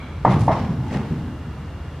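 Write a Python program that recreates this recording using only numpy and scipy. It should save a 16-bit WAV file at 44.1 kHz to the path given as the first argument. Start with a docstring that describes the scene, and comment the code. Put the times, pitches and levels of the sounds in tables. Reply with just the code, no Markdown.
"""Heavy engine carried across a boat's framing

Someone carrying a heavy engine steps across the framing of an aluminium boat in a workshop.
Shaped noise and wavering sines make the shop and its whine; a band of noise makes a fading metal ring.
The hollow hull booms as dying low modes over filtered rumble, under the shifting weight.
The frame knocks twice on the hull with pitch-bent partials, plate ring, echoes and a diffuse tail.
Shoes scuff and squeak on the metal as grainy and narrow-band noise."""
import sys
import numpy as np
from scipy import signal
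from scipy.fft import rfft, irfft
from scipy.io import wavfile
from scipy.ndimage import uniform_filter1d

SR = 44100
rng = np.random.default_rng(int(sys.argv[2]) if len(sys.argv) > 2 else 0)


def wrap_up_sound(samples):
    """Save the sound to the file named by the first command line argument, as 16-bit audio."""
    columns = np.atleast_2d(samples).T
    # keep every value between -1 and 1, then stretch to whole-number steps
    tamed = np.clip(columns, -1, 1)
    steps = np.round(tamed * 32767).astype(np.int16)
    wavfile.write(sys.argv[1], SR, steps)


N = 88200
T, HZ = np.arange(N) / SR, np.fft.rfftfreq(N, 1 / SR)


def amp(db):
    """Decibels to gain."""
    return 10 ** (np.asarray(db) / 20)


def unit(x):
    """Scales to rms 1."""
    return x / np.sqrt(np.mean(x ** 2) + 1e-20)


def read(points, hz):
    """Reads a table on a log-frequency axis."""
    f, value = np.transpose(points)
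    return np.interp(np.log(hz + 1), np.log(f + 1), value)


def level(points):
    """Gain over time from a fader curve of times and decibels."""
    return amp(np.interp(T, *np.transpose(points)))


def add(mix, s, sound):
    """Mixes a sound in at time s."""
    part = mix[..., max(round(s * SR), 0):]
    part += sound[..., :part.shape[-1]]


def tilt(hz, db_per_octave):
    """Slope in dB that crosses zero at 1 kHz and stays level below 300 Hz."""
    return db_per_octave * np.log2(np.maximum(hz, 300) / 1000)


def decay(t, t60):
    """Exponential decay that falls by 60 dB in t60 seconds."""
    return np.exp(-np.log(1000) * t / t60)


def swell(s, rise, t60):
    """Rises smoothly to a peak at s, then dies away."""
    attack = np.exp(-(np.minimum(T - s, 0) / rise) ** 2)
    return attack * decay(np.maximum(T - s, 0), t60)


def hump(peak_s):
    """Rises from nothing to 1 at peak_s, then dies away."""
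    return T / peak_s * np.exp(1 - T / peak_s)


def resonance(hz, width):
    """Gain of a resonant peak, down to half at half the width either side."""
    return 1 / (1 + (2 * (HZ - hz) / width) ** 2)


def wander(seconds):
    """Random drift of rms 1, smoothed twice over the given time."""
    size = max(int(seconds * SR), 1)
    smooth = uniform_filter1d(rng.standard_normal(N), size)
    return unit(uniform_filter1d(smooth, size))


# likeness of left and right: (frequency [Hz], correlation [-1 to 1])
STEREO_LIKENESS = [(100, 1), (500, 0.97), (1000, 0.94), (2000, 0.87), (4000, 0.54), (8000, -0.046),
                   (12000, -0.28)]


def noise(colour_db):
    """Stereo noise of a given colour and rms 1, alike in the bass and wide in the treble."""
    mid, side = rfft(rng.standard_normal((2, N)))
    same = np.clip(read(STEREO_LIKENESS, HZ), -1, 1)
    mid, side = mid * np.sqrt(1 + same), side * np.sqrt(1 - same)
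    return unit(irfft(np.array([mid + side, mid - side]) * amp(colour_db), N))


def modes(table, ratio=1, tilt_db=0, scatter=1):
    """Sums dying sines, one per resonance; scatter spreads their starting phases."""
    out = np.zeros(N)
    for hz, db, t60 in table:
        turns = hz * ratio * T + scatter * rng.random()
        out += amp(db + tilt(hz, tilt_db)) * decay(T, t60) * np.sin(2 * np.pi * turns)
    return out


# colour of the shop noise: (frequency [Hz], relative level [dB])
SHOP_COLOUR = [(12, -67), (20, -27), (61, -3), (80, 0.5), (118, -8), (154, -3), (226, -35.5), (259, -21),
               (412, -21.5), (587, -25), (1330, -26.5), (2630, -37.5), (3100, -38.5), (13500, -59)]
# thin whine: (centre frequency [Hz], rms level before the fader [dB])
WHINE_TONES = [(2805, -60.5), (3338, -72), (13001, -83)]
# fader of the whine: (time [s], level [dB])
WHINE_FADER = [(0, -5), (.9, -3), (1.3, 0), (2, 0)]


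def shop():
    """Steady ventilation noise, and a whine of slightly wavering sines that grows a little clearer."""
    wander_hz, wander_s = 2.2, .036
    whine = np.zeros(N)
    for hz, db in WHINE_TONES:
        turns = np.cumsum(hz + wander_hz * wander(wander_s)) / SR
        whine += amp(db) * np.sqrt(2) * np.sin(2 * np.pi * turns)
    shop_db = -32.5
    return amp(shop_db) * noise(read(SHOP_COLOUR, HZ)) + whine * level(WHINE_FADER)


# resonances of the faint ring: (frequency [Hz], width at half gain [Hz], relative level [dB])
FADING_PEAKS = [(1257, 390, 1), (2150, 90, -6), (2293, 180, 2), (3320, 250, -6.5), (4022, 89, -9.5)]


def fading_ring():
    """Metal rings faintly at the start as resonant noise and dies away in the room."""
    colour = sum(amp(db) * resonance(hz, width) for hz, width, db in FADING_PEAKS)
    return amp(-42) * swell(.04, rise=.08, t60=.87) * noise(20 * np.log10(colour))


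# colour of the loaded hull's rumble: (frequency [Hz], relative level [dB])
RUMBLE_COLOUR = [(25, -21), (55, -49.5), (75, -1), (140, -3), (230, -0.5), (320, -8), (430, -21),
                 (900, -23), (1500, -44), (4000, -53.5)]
# fader of the rumble: (time [s], level [dB])
RUMBLE_FADER = [(0, -39), (.225, -42), (.27, -27), (.5, -29), (.8, -30), (1.0, -30), (1.22, -30),
                (1.4, -38), (1.55, -39.5), (2, -43.5)]
# hull bottom modes: (frequency before the boom's pitch ratio [Hz], level before its tilt [dB], t60 [s])
HULL_MODES = [(69.7, -16.1, 0.46), (107.13, -14, 0.93), (132.85, 3.28, 0.29), (172.7, -7.5, 0.38),
              (199.7, -7.5, 0.71), (255, -11, 0.33), (317.4, -8.5, 0.27), (380.6, -17, 0.65)]
# weight flexes the hull bottom:
# (start time [s], level [dB], pitch ratio, tilt about the main mode [dB per octave])
HULL_BOOMS = [(.25, -20.5, 2.3, -16), (0.2683, -9.5, 0.96, 1), (0.324, -25.5, 0.75, 7.5),
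              (0.3385, -11.5, 1.1, -5.5), (0.348, -30, 2.45, -1), (0.3957, -14, 0.825, -5),
              (0.4467, -16.5, 0.906, -1), (0.5002, -18.5, 0.972, -6.3), (0.591, -20, 0.66, 7),
              (0.6831, -17, 1.236, -7.5), (0.7808, -18.5, 0.96, -5), (0.865, -25, 0.676, 5),
              (0.9354, -16.5, 1.046, -2), (.938, -33.5, 1.8, 4), (0.9744, -27, 1.21, 1.5),
              (1.099, -18, 1.2, -2.5), (1.189, -26, 0.65, 6.5), (1.294, -37, 0.97, 5),
              (1.4584, -27, 1.14, -6)]


def hull():
    """Low modes swell with each shift of weight, over a rumble of flexing plates."""
    pivot_hz, rise_s = 134, .0092
    out = noise(read(RUMBLE_COLOUR, HZ)) * level(RUMBLE_FADER)
    rise = 1 - np.exp(-(T / rise_s) ** 2)
    for s, db, ratio, tilt_db in HULL_BOOMS:
        tilted = [(hz, mode_db + tilt_db * np.log2(hz / pivot_hz), t60) for hz, mode_db, t60 in HULL_MODES]
        add(out, s, amp(db) * modes(tilted, ratio, scatter=0) * rise)
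    return out


# colour of the tail of a knock: (frequency [Hz], relative level before the knock's tilt [dB])
TAIL_COLOUR = [(60, -20), (280, -8), (420, -2), (560, 1), (850, 4), (1200, 3.5), (1500, -9), (2050, -6.5),
               (2500, -25.5), (5000, -36), (12000, -71)]
# how long each band of the tail lasts: (frequency [Hz], t60 [s])
TAIL_DECAY = [(100, 0.69), (800, 0.9), (2000, 0.38), (10000, 0.83)]


def room_tail(tilt_db):
    """Diffuse sound of hull and workshop, each band dying at its own speed, a little louder early on."""
    source = noise(read(TAIL_COLOUR, HZ) + tilt(HZ, tilt_db))
    hz, t, bands = signal.stft(source, SR, nperseg=512)
    bands = bands * decay(t, read(TAIL_DECAY, hz)[:, None])
    tail = signal.istft(bands, SR)[1][:, :N]
    early_db, early_s = 2, .028
    early = amp(early_db * np.exp(-T / early_s))
    return amp(-13) * tail * soft_onset() * early


def soft_onset():
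    """Exponential build-up of the ring and room over some milliseconds."""
    return 1 - np.exp(-T / .007)


# partials of the hollow clonk:
# (frequency before pitch ratio, bend and sag [Hz], level before tilt [dB], time to peak [s])
CLONK_PARTIALS = [(1180, 0, .00244), (417, -11.8, .00165), (1450, -11.7, .0029), (2440, -21.7, .0026)]


def clonk_body(ratio, tilt_db, linger_db):
    """Hollow partials bend up from a flat start, then linger while their pitch sags."""
    bend, bend_s = .79, .00263  # share by which the pitch starts flat
    sag, sag_s = .457, .0131  # share by which the pitch finally drops
    falling = 1 - sag * (1 - np.exp(-(T / sag_s) ** 2))
    bent_time = np.cumsum((1 - bend * np.exp(-T / bend_s)) * falling) / SR
    linger = amp(linger_db) * hump(.016) ** 4
    out = np.zeros(N)
    for hz, db, peak_s in CLONK_PARTIALS:
        shape = hump(peak_s) ** 1.45 + linger
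        out += amp(db + tilt(hz, tilt_db)) * shape * np.sin(2 * np.pi * hz * ratio * bent_time)
    return out


# ring of frame and plates: (frequency [Hz], relative level before the knock's tilt [dB], t60 [s])
PLATE_RING = [(524, -7, .45), (572, -10, .4), (608, -8, .45), (661, -7, .35), (679, -4, .4), (725, -5, .45),
              (795, -2, .45), (829, -8, .5), (894, -2, .45), (940, -4, .4), (1071, -3, .45),
              (1151, -12, .35), (1193, -8.5, .35), (1246, -11, .35), (2110, -16, .35)]
# colour of the faint tick of metal contact: (frequency [Hz], relative level [dB])
TICK_COLOUR = [(500, 18.5), (2000, 11), (4500, -1), (8000, -11.5), (13000, -31)]
# nearby surfaces throw the clonk back: (delay [s], level relative to the knock [dB])
NEAR_ECHOES = [(.0128, -18), (.0185, -15), (.0258, -10)]
# frame knocks: (time [s], level [dB], clonk pitch ratio, tilt of clonk, ring and room [dB per octave],
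# then levels relative to the knock: ring [dB], room [dB], tick [dB], linger [dB])
FRAME_KNOCKS = [(.2486, -2.5, 1.0, 0, -20, -5.5, -30, -14.2),
                (.4789, -5.8, .98, -3.5, -18, -3.3, -29, -8.6)]


def knocks():
    """Each blow gives a clonk, a tick, a dull push on the hull, near echoes, plate ring and room."""
    out = np.zeros((2, N))
    thump_hz, thump_db, thump_peak_s = 41.8, -26.5, .0064
    thump = amp(thump_db) * hump(thump_peak_s) * np.sin(2 * np.pi * thump_hz * T)
    for s, db, ratio, tilt_db, ring_db, room_db, tick_db, linger_db in FRAME_KNOCKS:
        clonk = clonk_body(ratio, tilt_db, linger_db)
        ring = amp(ring_db) * modes(PLATE_RING, tilt_db=tilt_db) * soft_onset()
        room = amp(room_db) * room_tail(tilt_db)
        add(out, s, amp(db) * (clonk + thump + ring + room))
        tick = swell(s + .0018, rise=.0022, t60=.16) * noise(read(TICK_COLOUR, HZ))
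        out += amp(db + tick_db) * tick
        for delay, echo_db in NEAR_ECHOES:
            add(out, s + delay, amp(db + echo_db) * clonk)
    return out


# colour of a scuff: (frequency [Hz], relative level before the scuff's tilt [dB])
SCUFF_COLOUR = [(200, -26), (450, 5), (1000, 4), (2000, 4.5), (3500, -2), (6000, -10), (10000, -21.5),
                (13500, -39)]
# shoe scuffs: (time of peak [s], level [dB], rise [s], t60 [s], tilt [dB per octave])
SHOE_SCUFFS = [(.325, -34.5, 0.042, 0.6, -1), (0.411, -45.5, 0.02, 0.39, 10),
               (0.53, -34.5, 0.019, 0.5, -1.5), (.572, -38.5, 0.017, 0.94, -2),
               (0.894, -49, 0.057, 0.41, 2), (0.92, -43.5, 0.0071, 0.45, 5.5),
               (0.951, -33, 0.044, 0.64, -5.5), (1.14, -49, 0.15, 1, -1)]
# soles rubbing the framing excite narrow resonances:
# (time of peak [s], level [dB], frequency [Hz], width at half gain [Hz], rise [s], t60 [s])
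SOLE_SQUEAKS = [(.32, -55.5, 9900, 200, 0.014, 0.29), (.545, -54.5, 5460, 262, 0.055, 0.96),
                (.855, -37, 868, 71.3, 0.018, 0.4), (.96, -37, 826, 181, 0.04, 0.31)]


def scuffs():
    """Grainy noise rubs and faint narrow-band squeaks swell and die away in the room."""
    out = np.zeros((2, N))
    grain_db, grain_s = 2.6, .003
    for s, db, rise, t60, tilt_db in SHOE_SCUFFS:
        grain = amp(db + grain_db * wander(grain_s))
        out += swell(s, rise, t60) * grain * noise(read(SCUFF_COLOUR, HZ) + tilt(HZ, tilt_db))
    for s, db, hz, width, rise, t60 in SOLE_SQUEAKS:
        squeak = noise(20 * np.log10(resonance(hz, width)))
        out += swell(s, rise, t60) * amp(db) * squeak
    return out


def scene():
    """All sources together."""
    return shop() + fading_ring() + hull() + knocks() + scuffs()


def record(dry):
    """The recorder's band limit: a steep low-pass."""
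    edge_hz = 13700
    lowpass = signal.firwin(401, edge_hz, window=("kaiser", 9), fs=SR)
    return signal.oaconvolve(dry, lowpass[None], "same")


dry = scene()
out = record(dry)
wrap_up_sound(out)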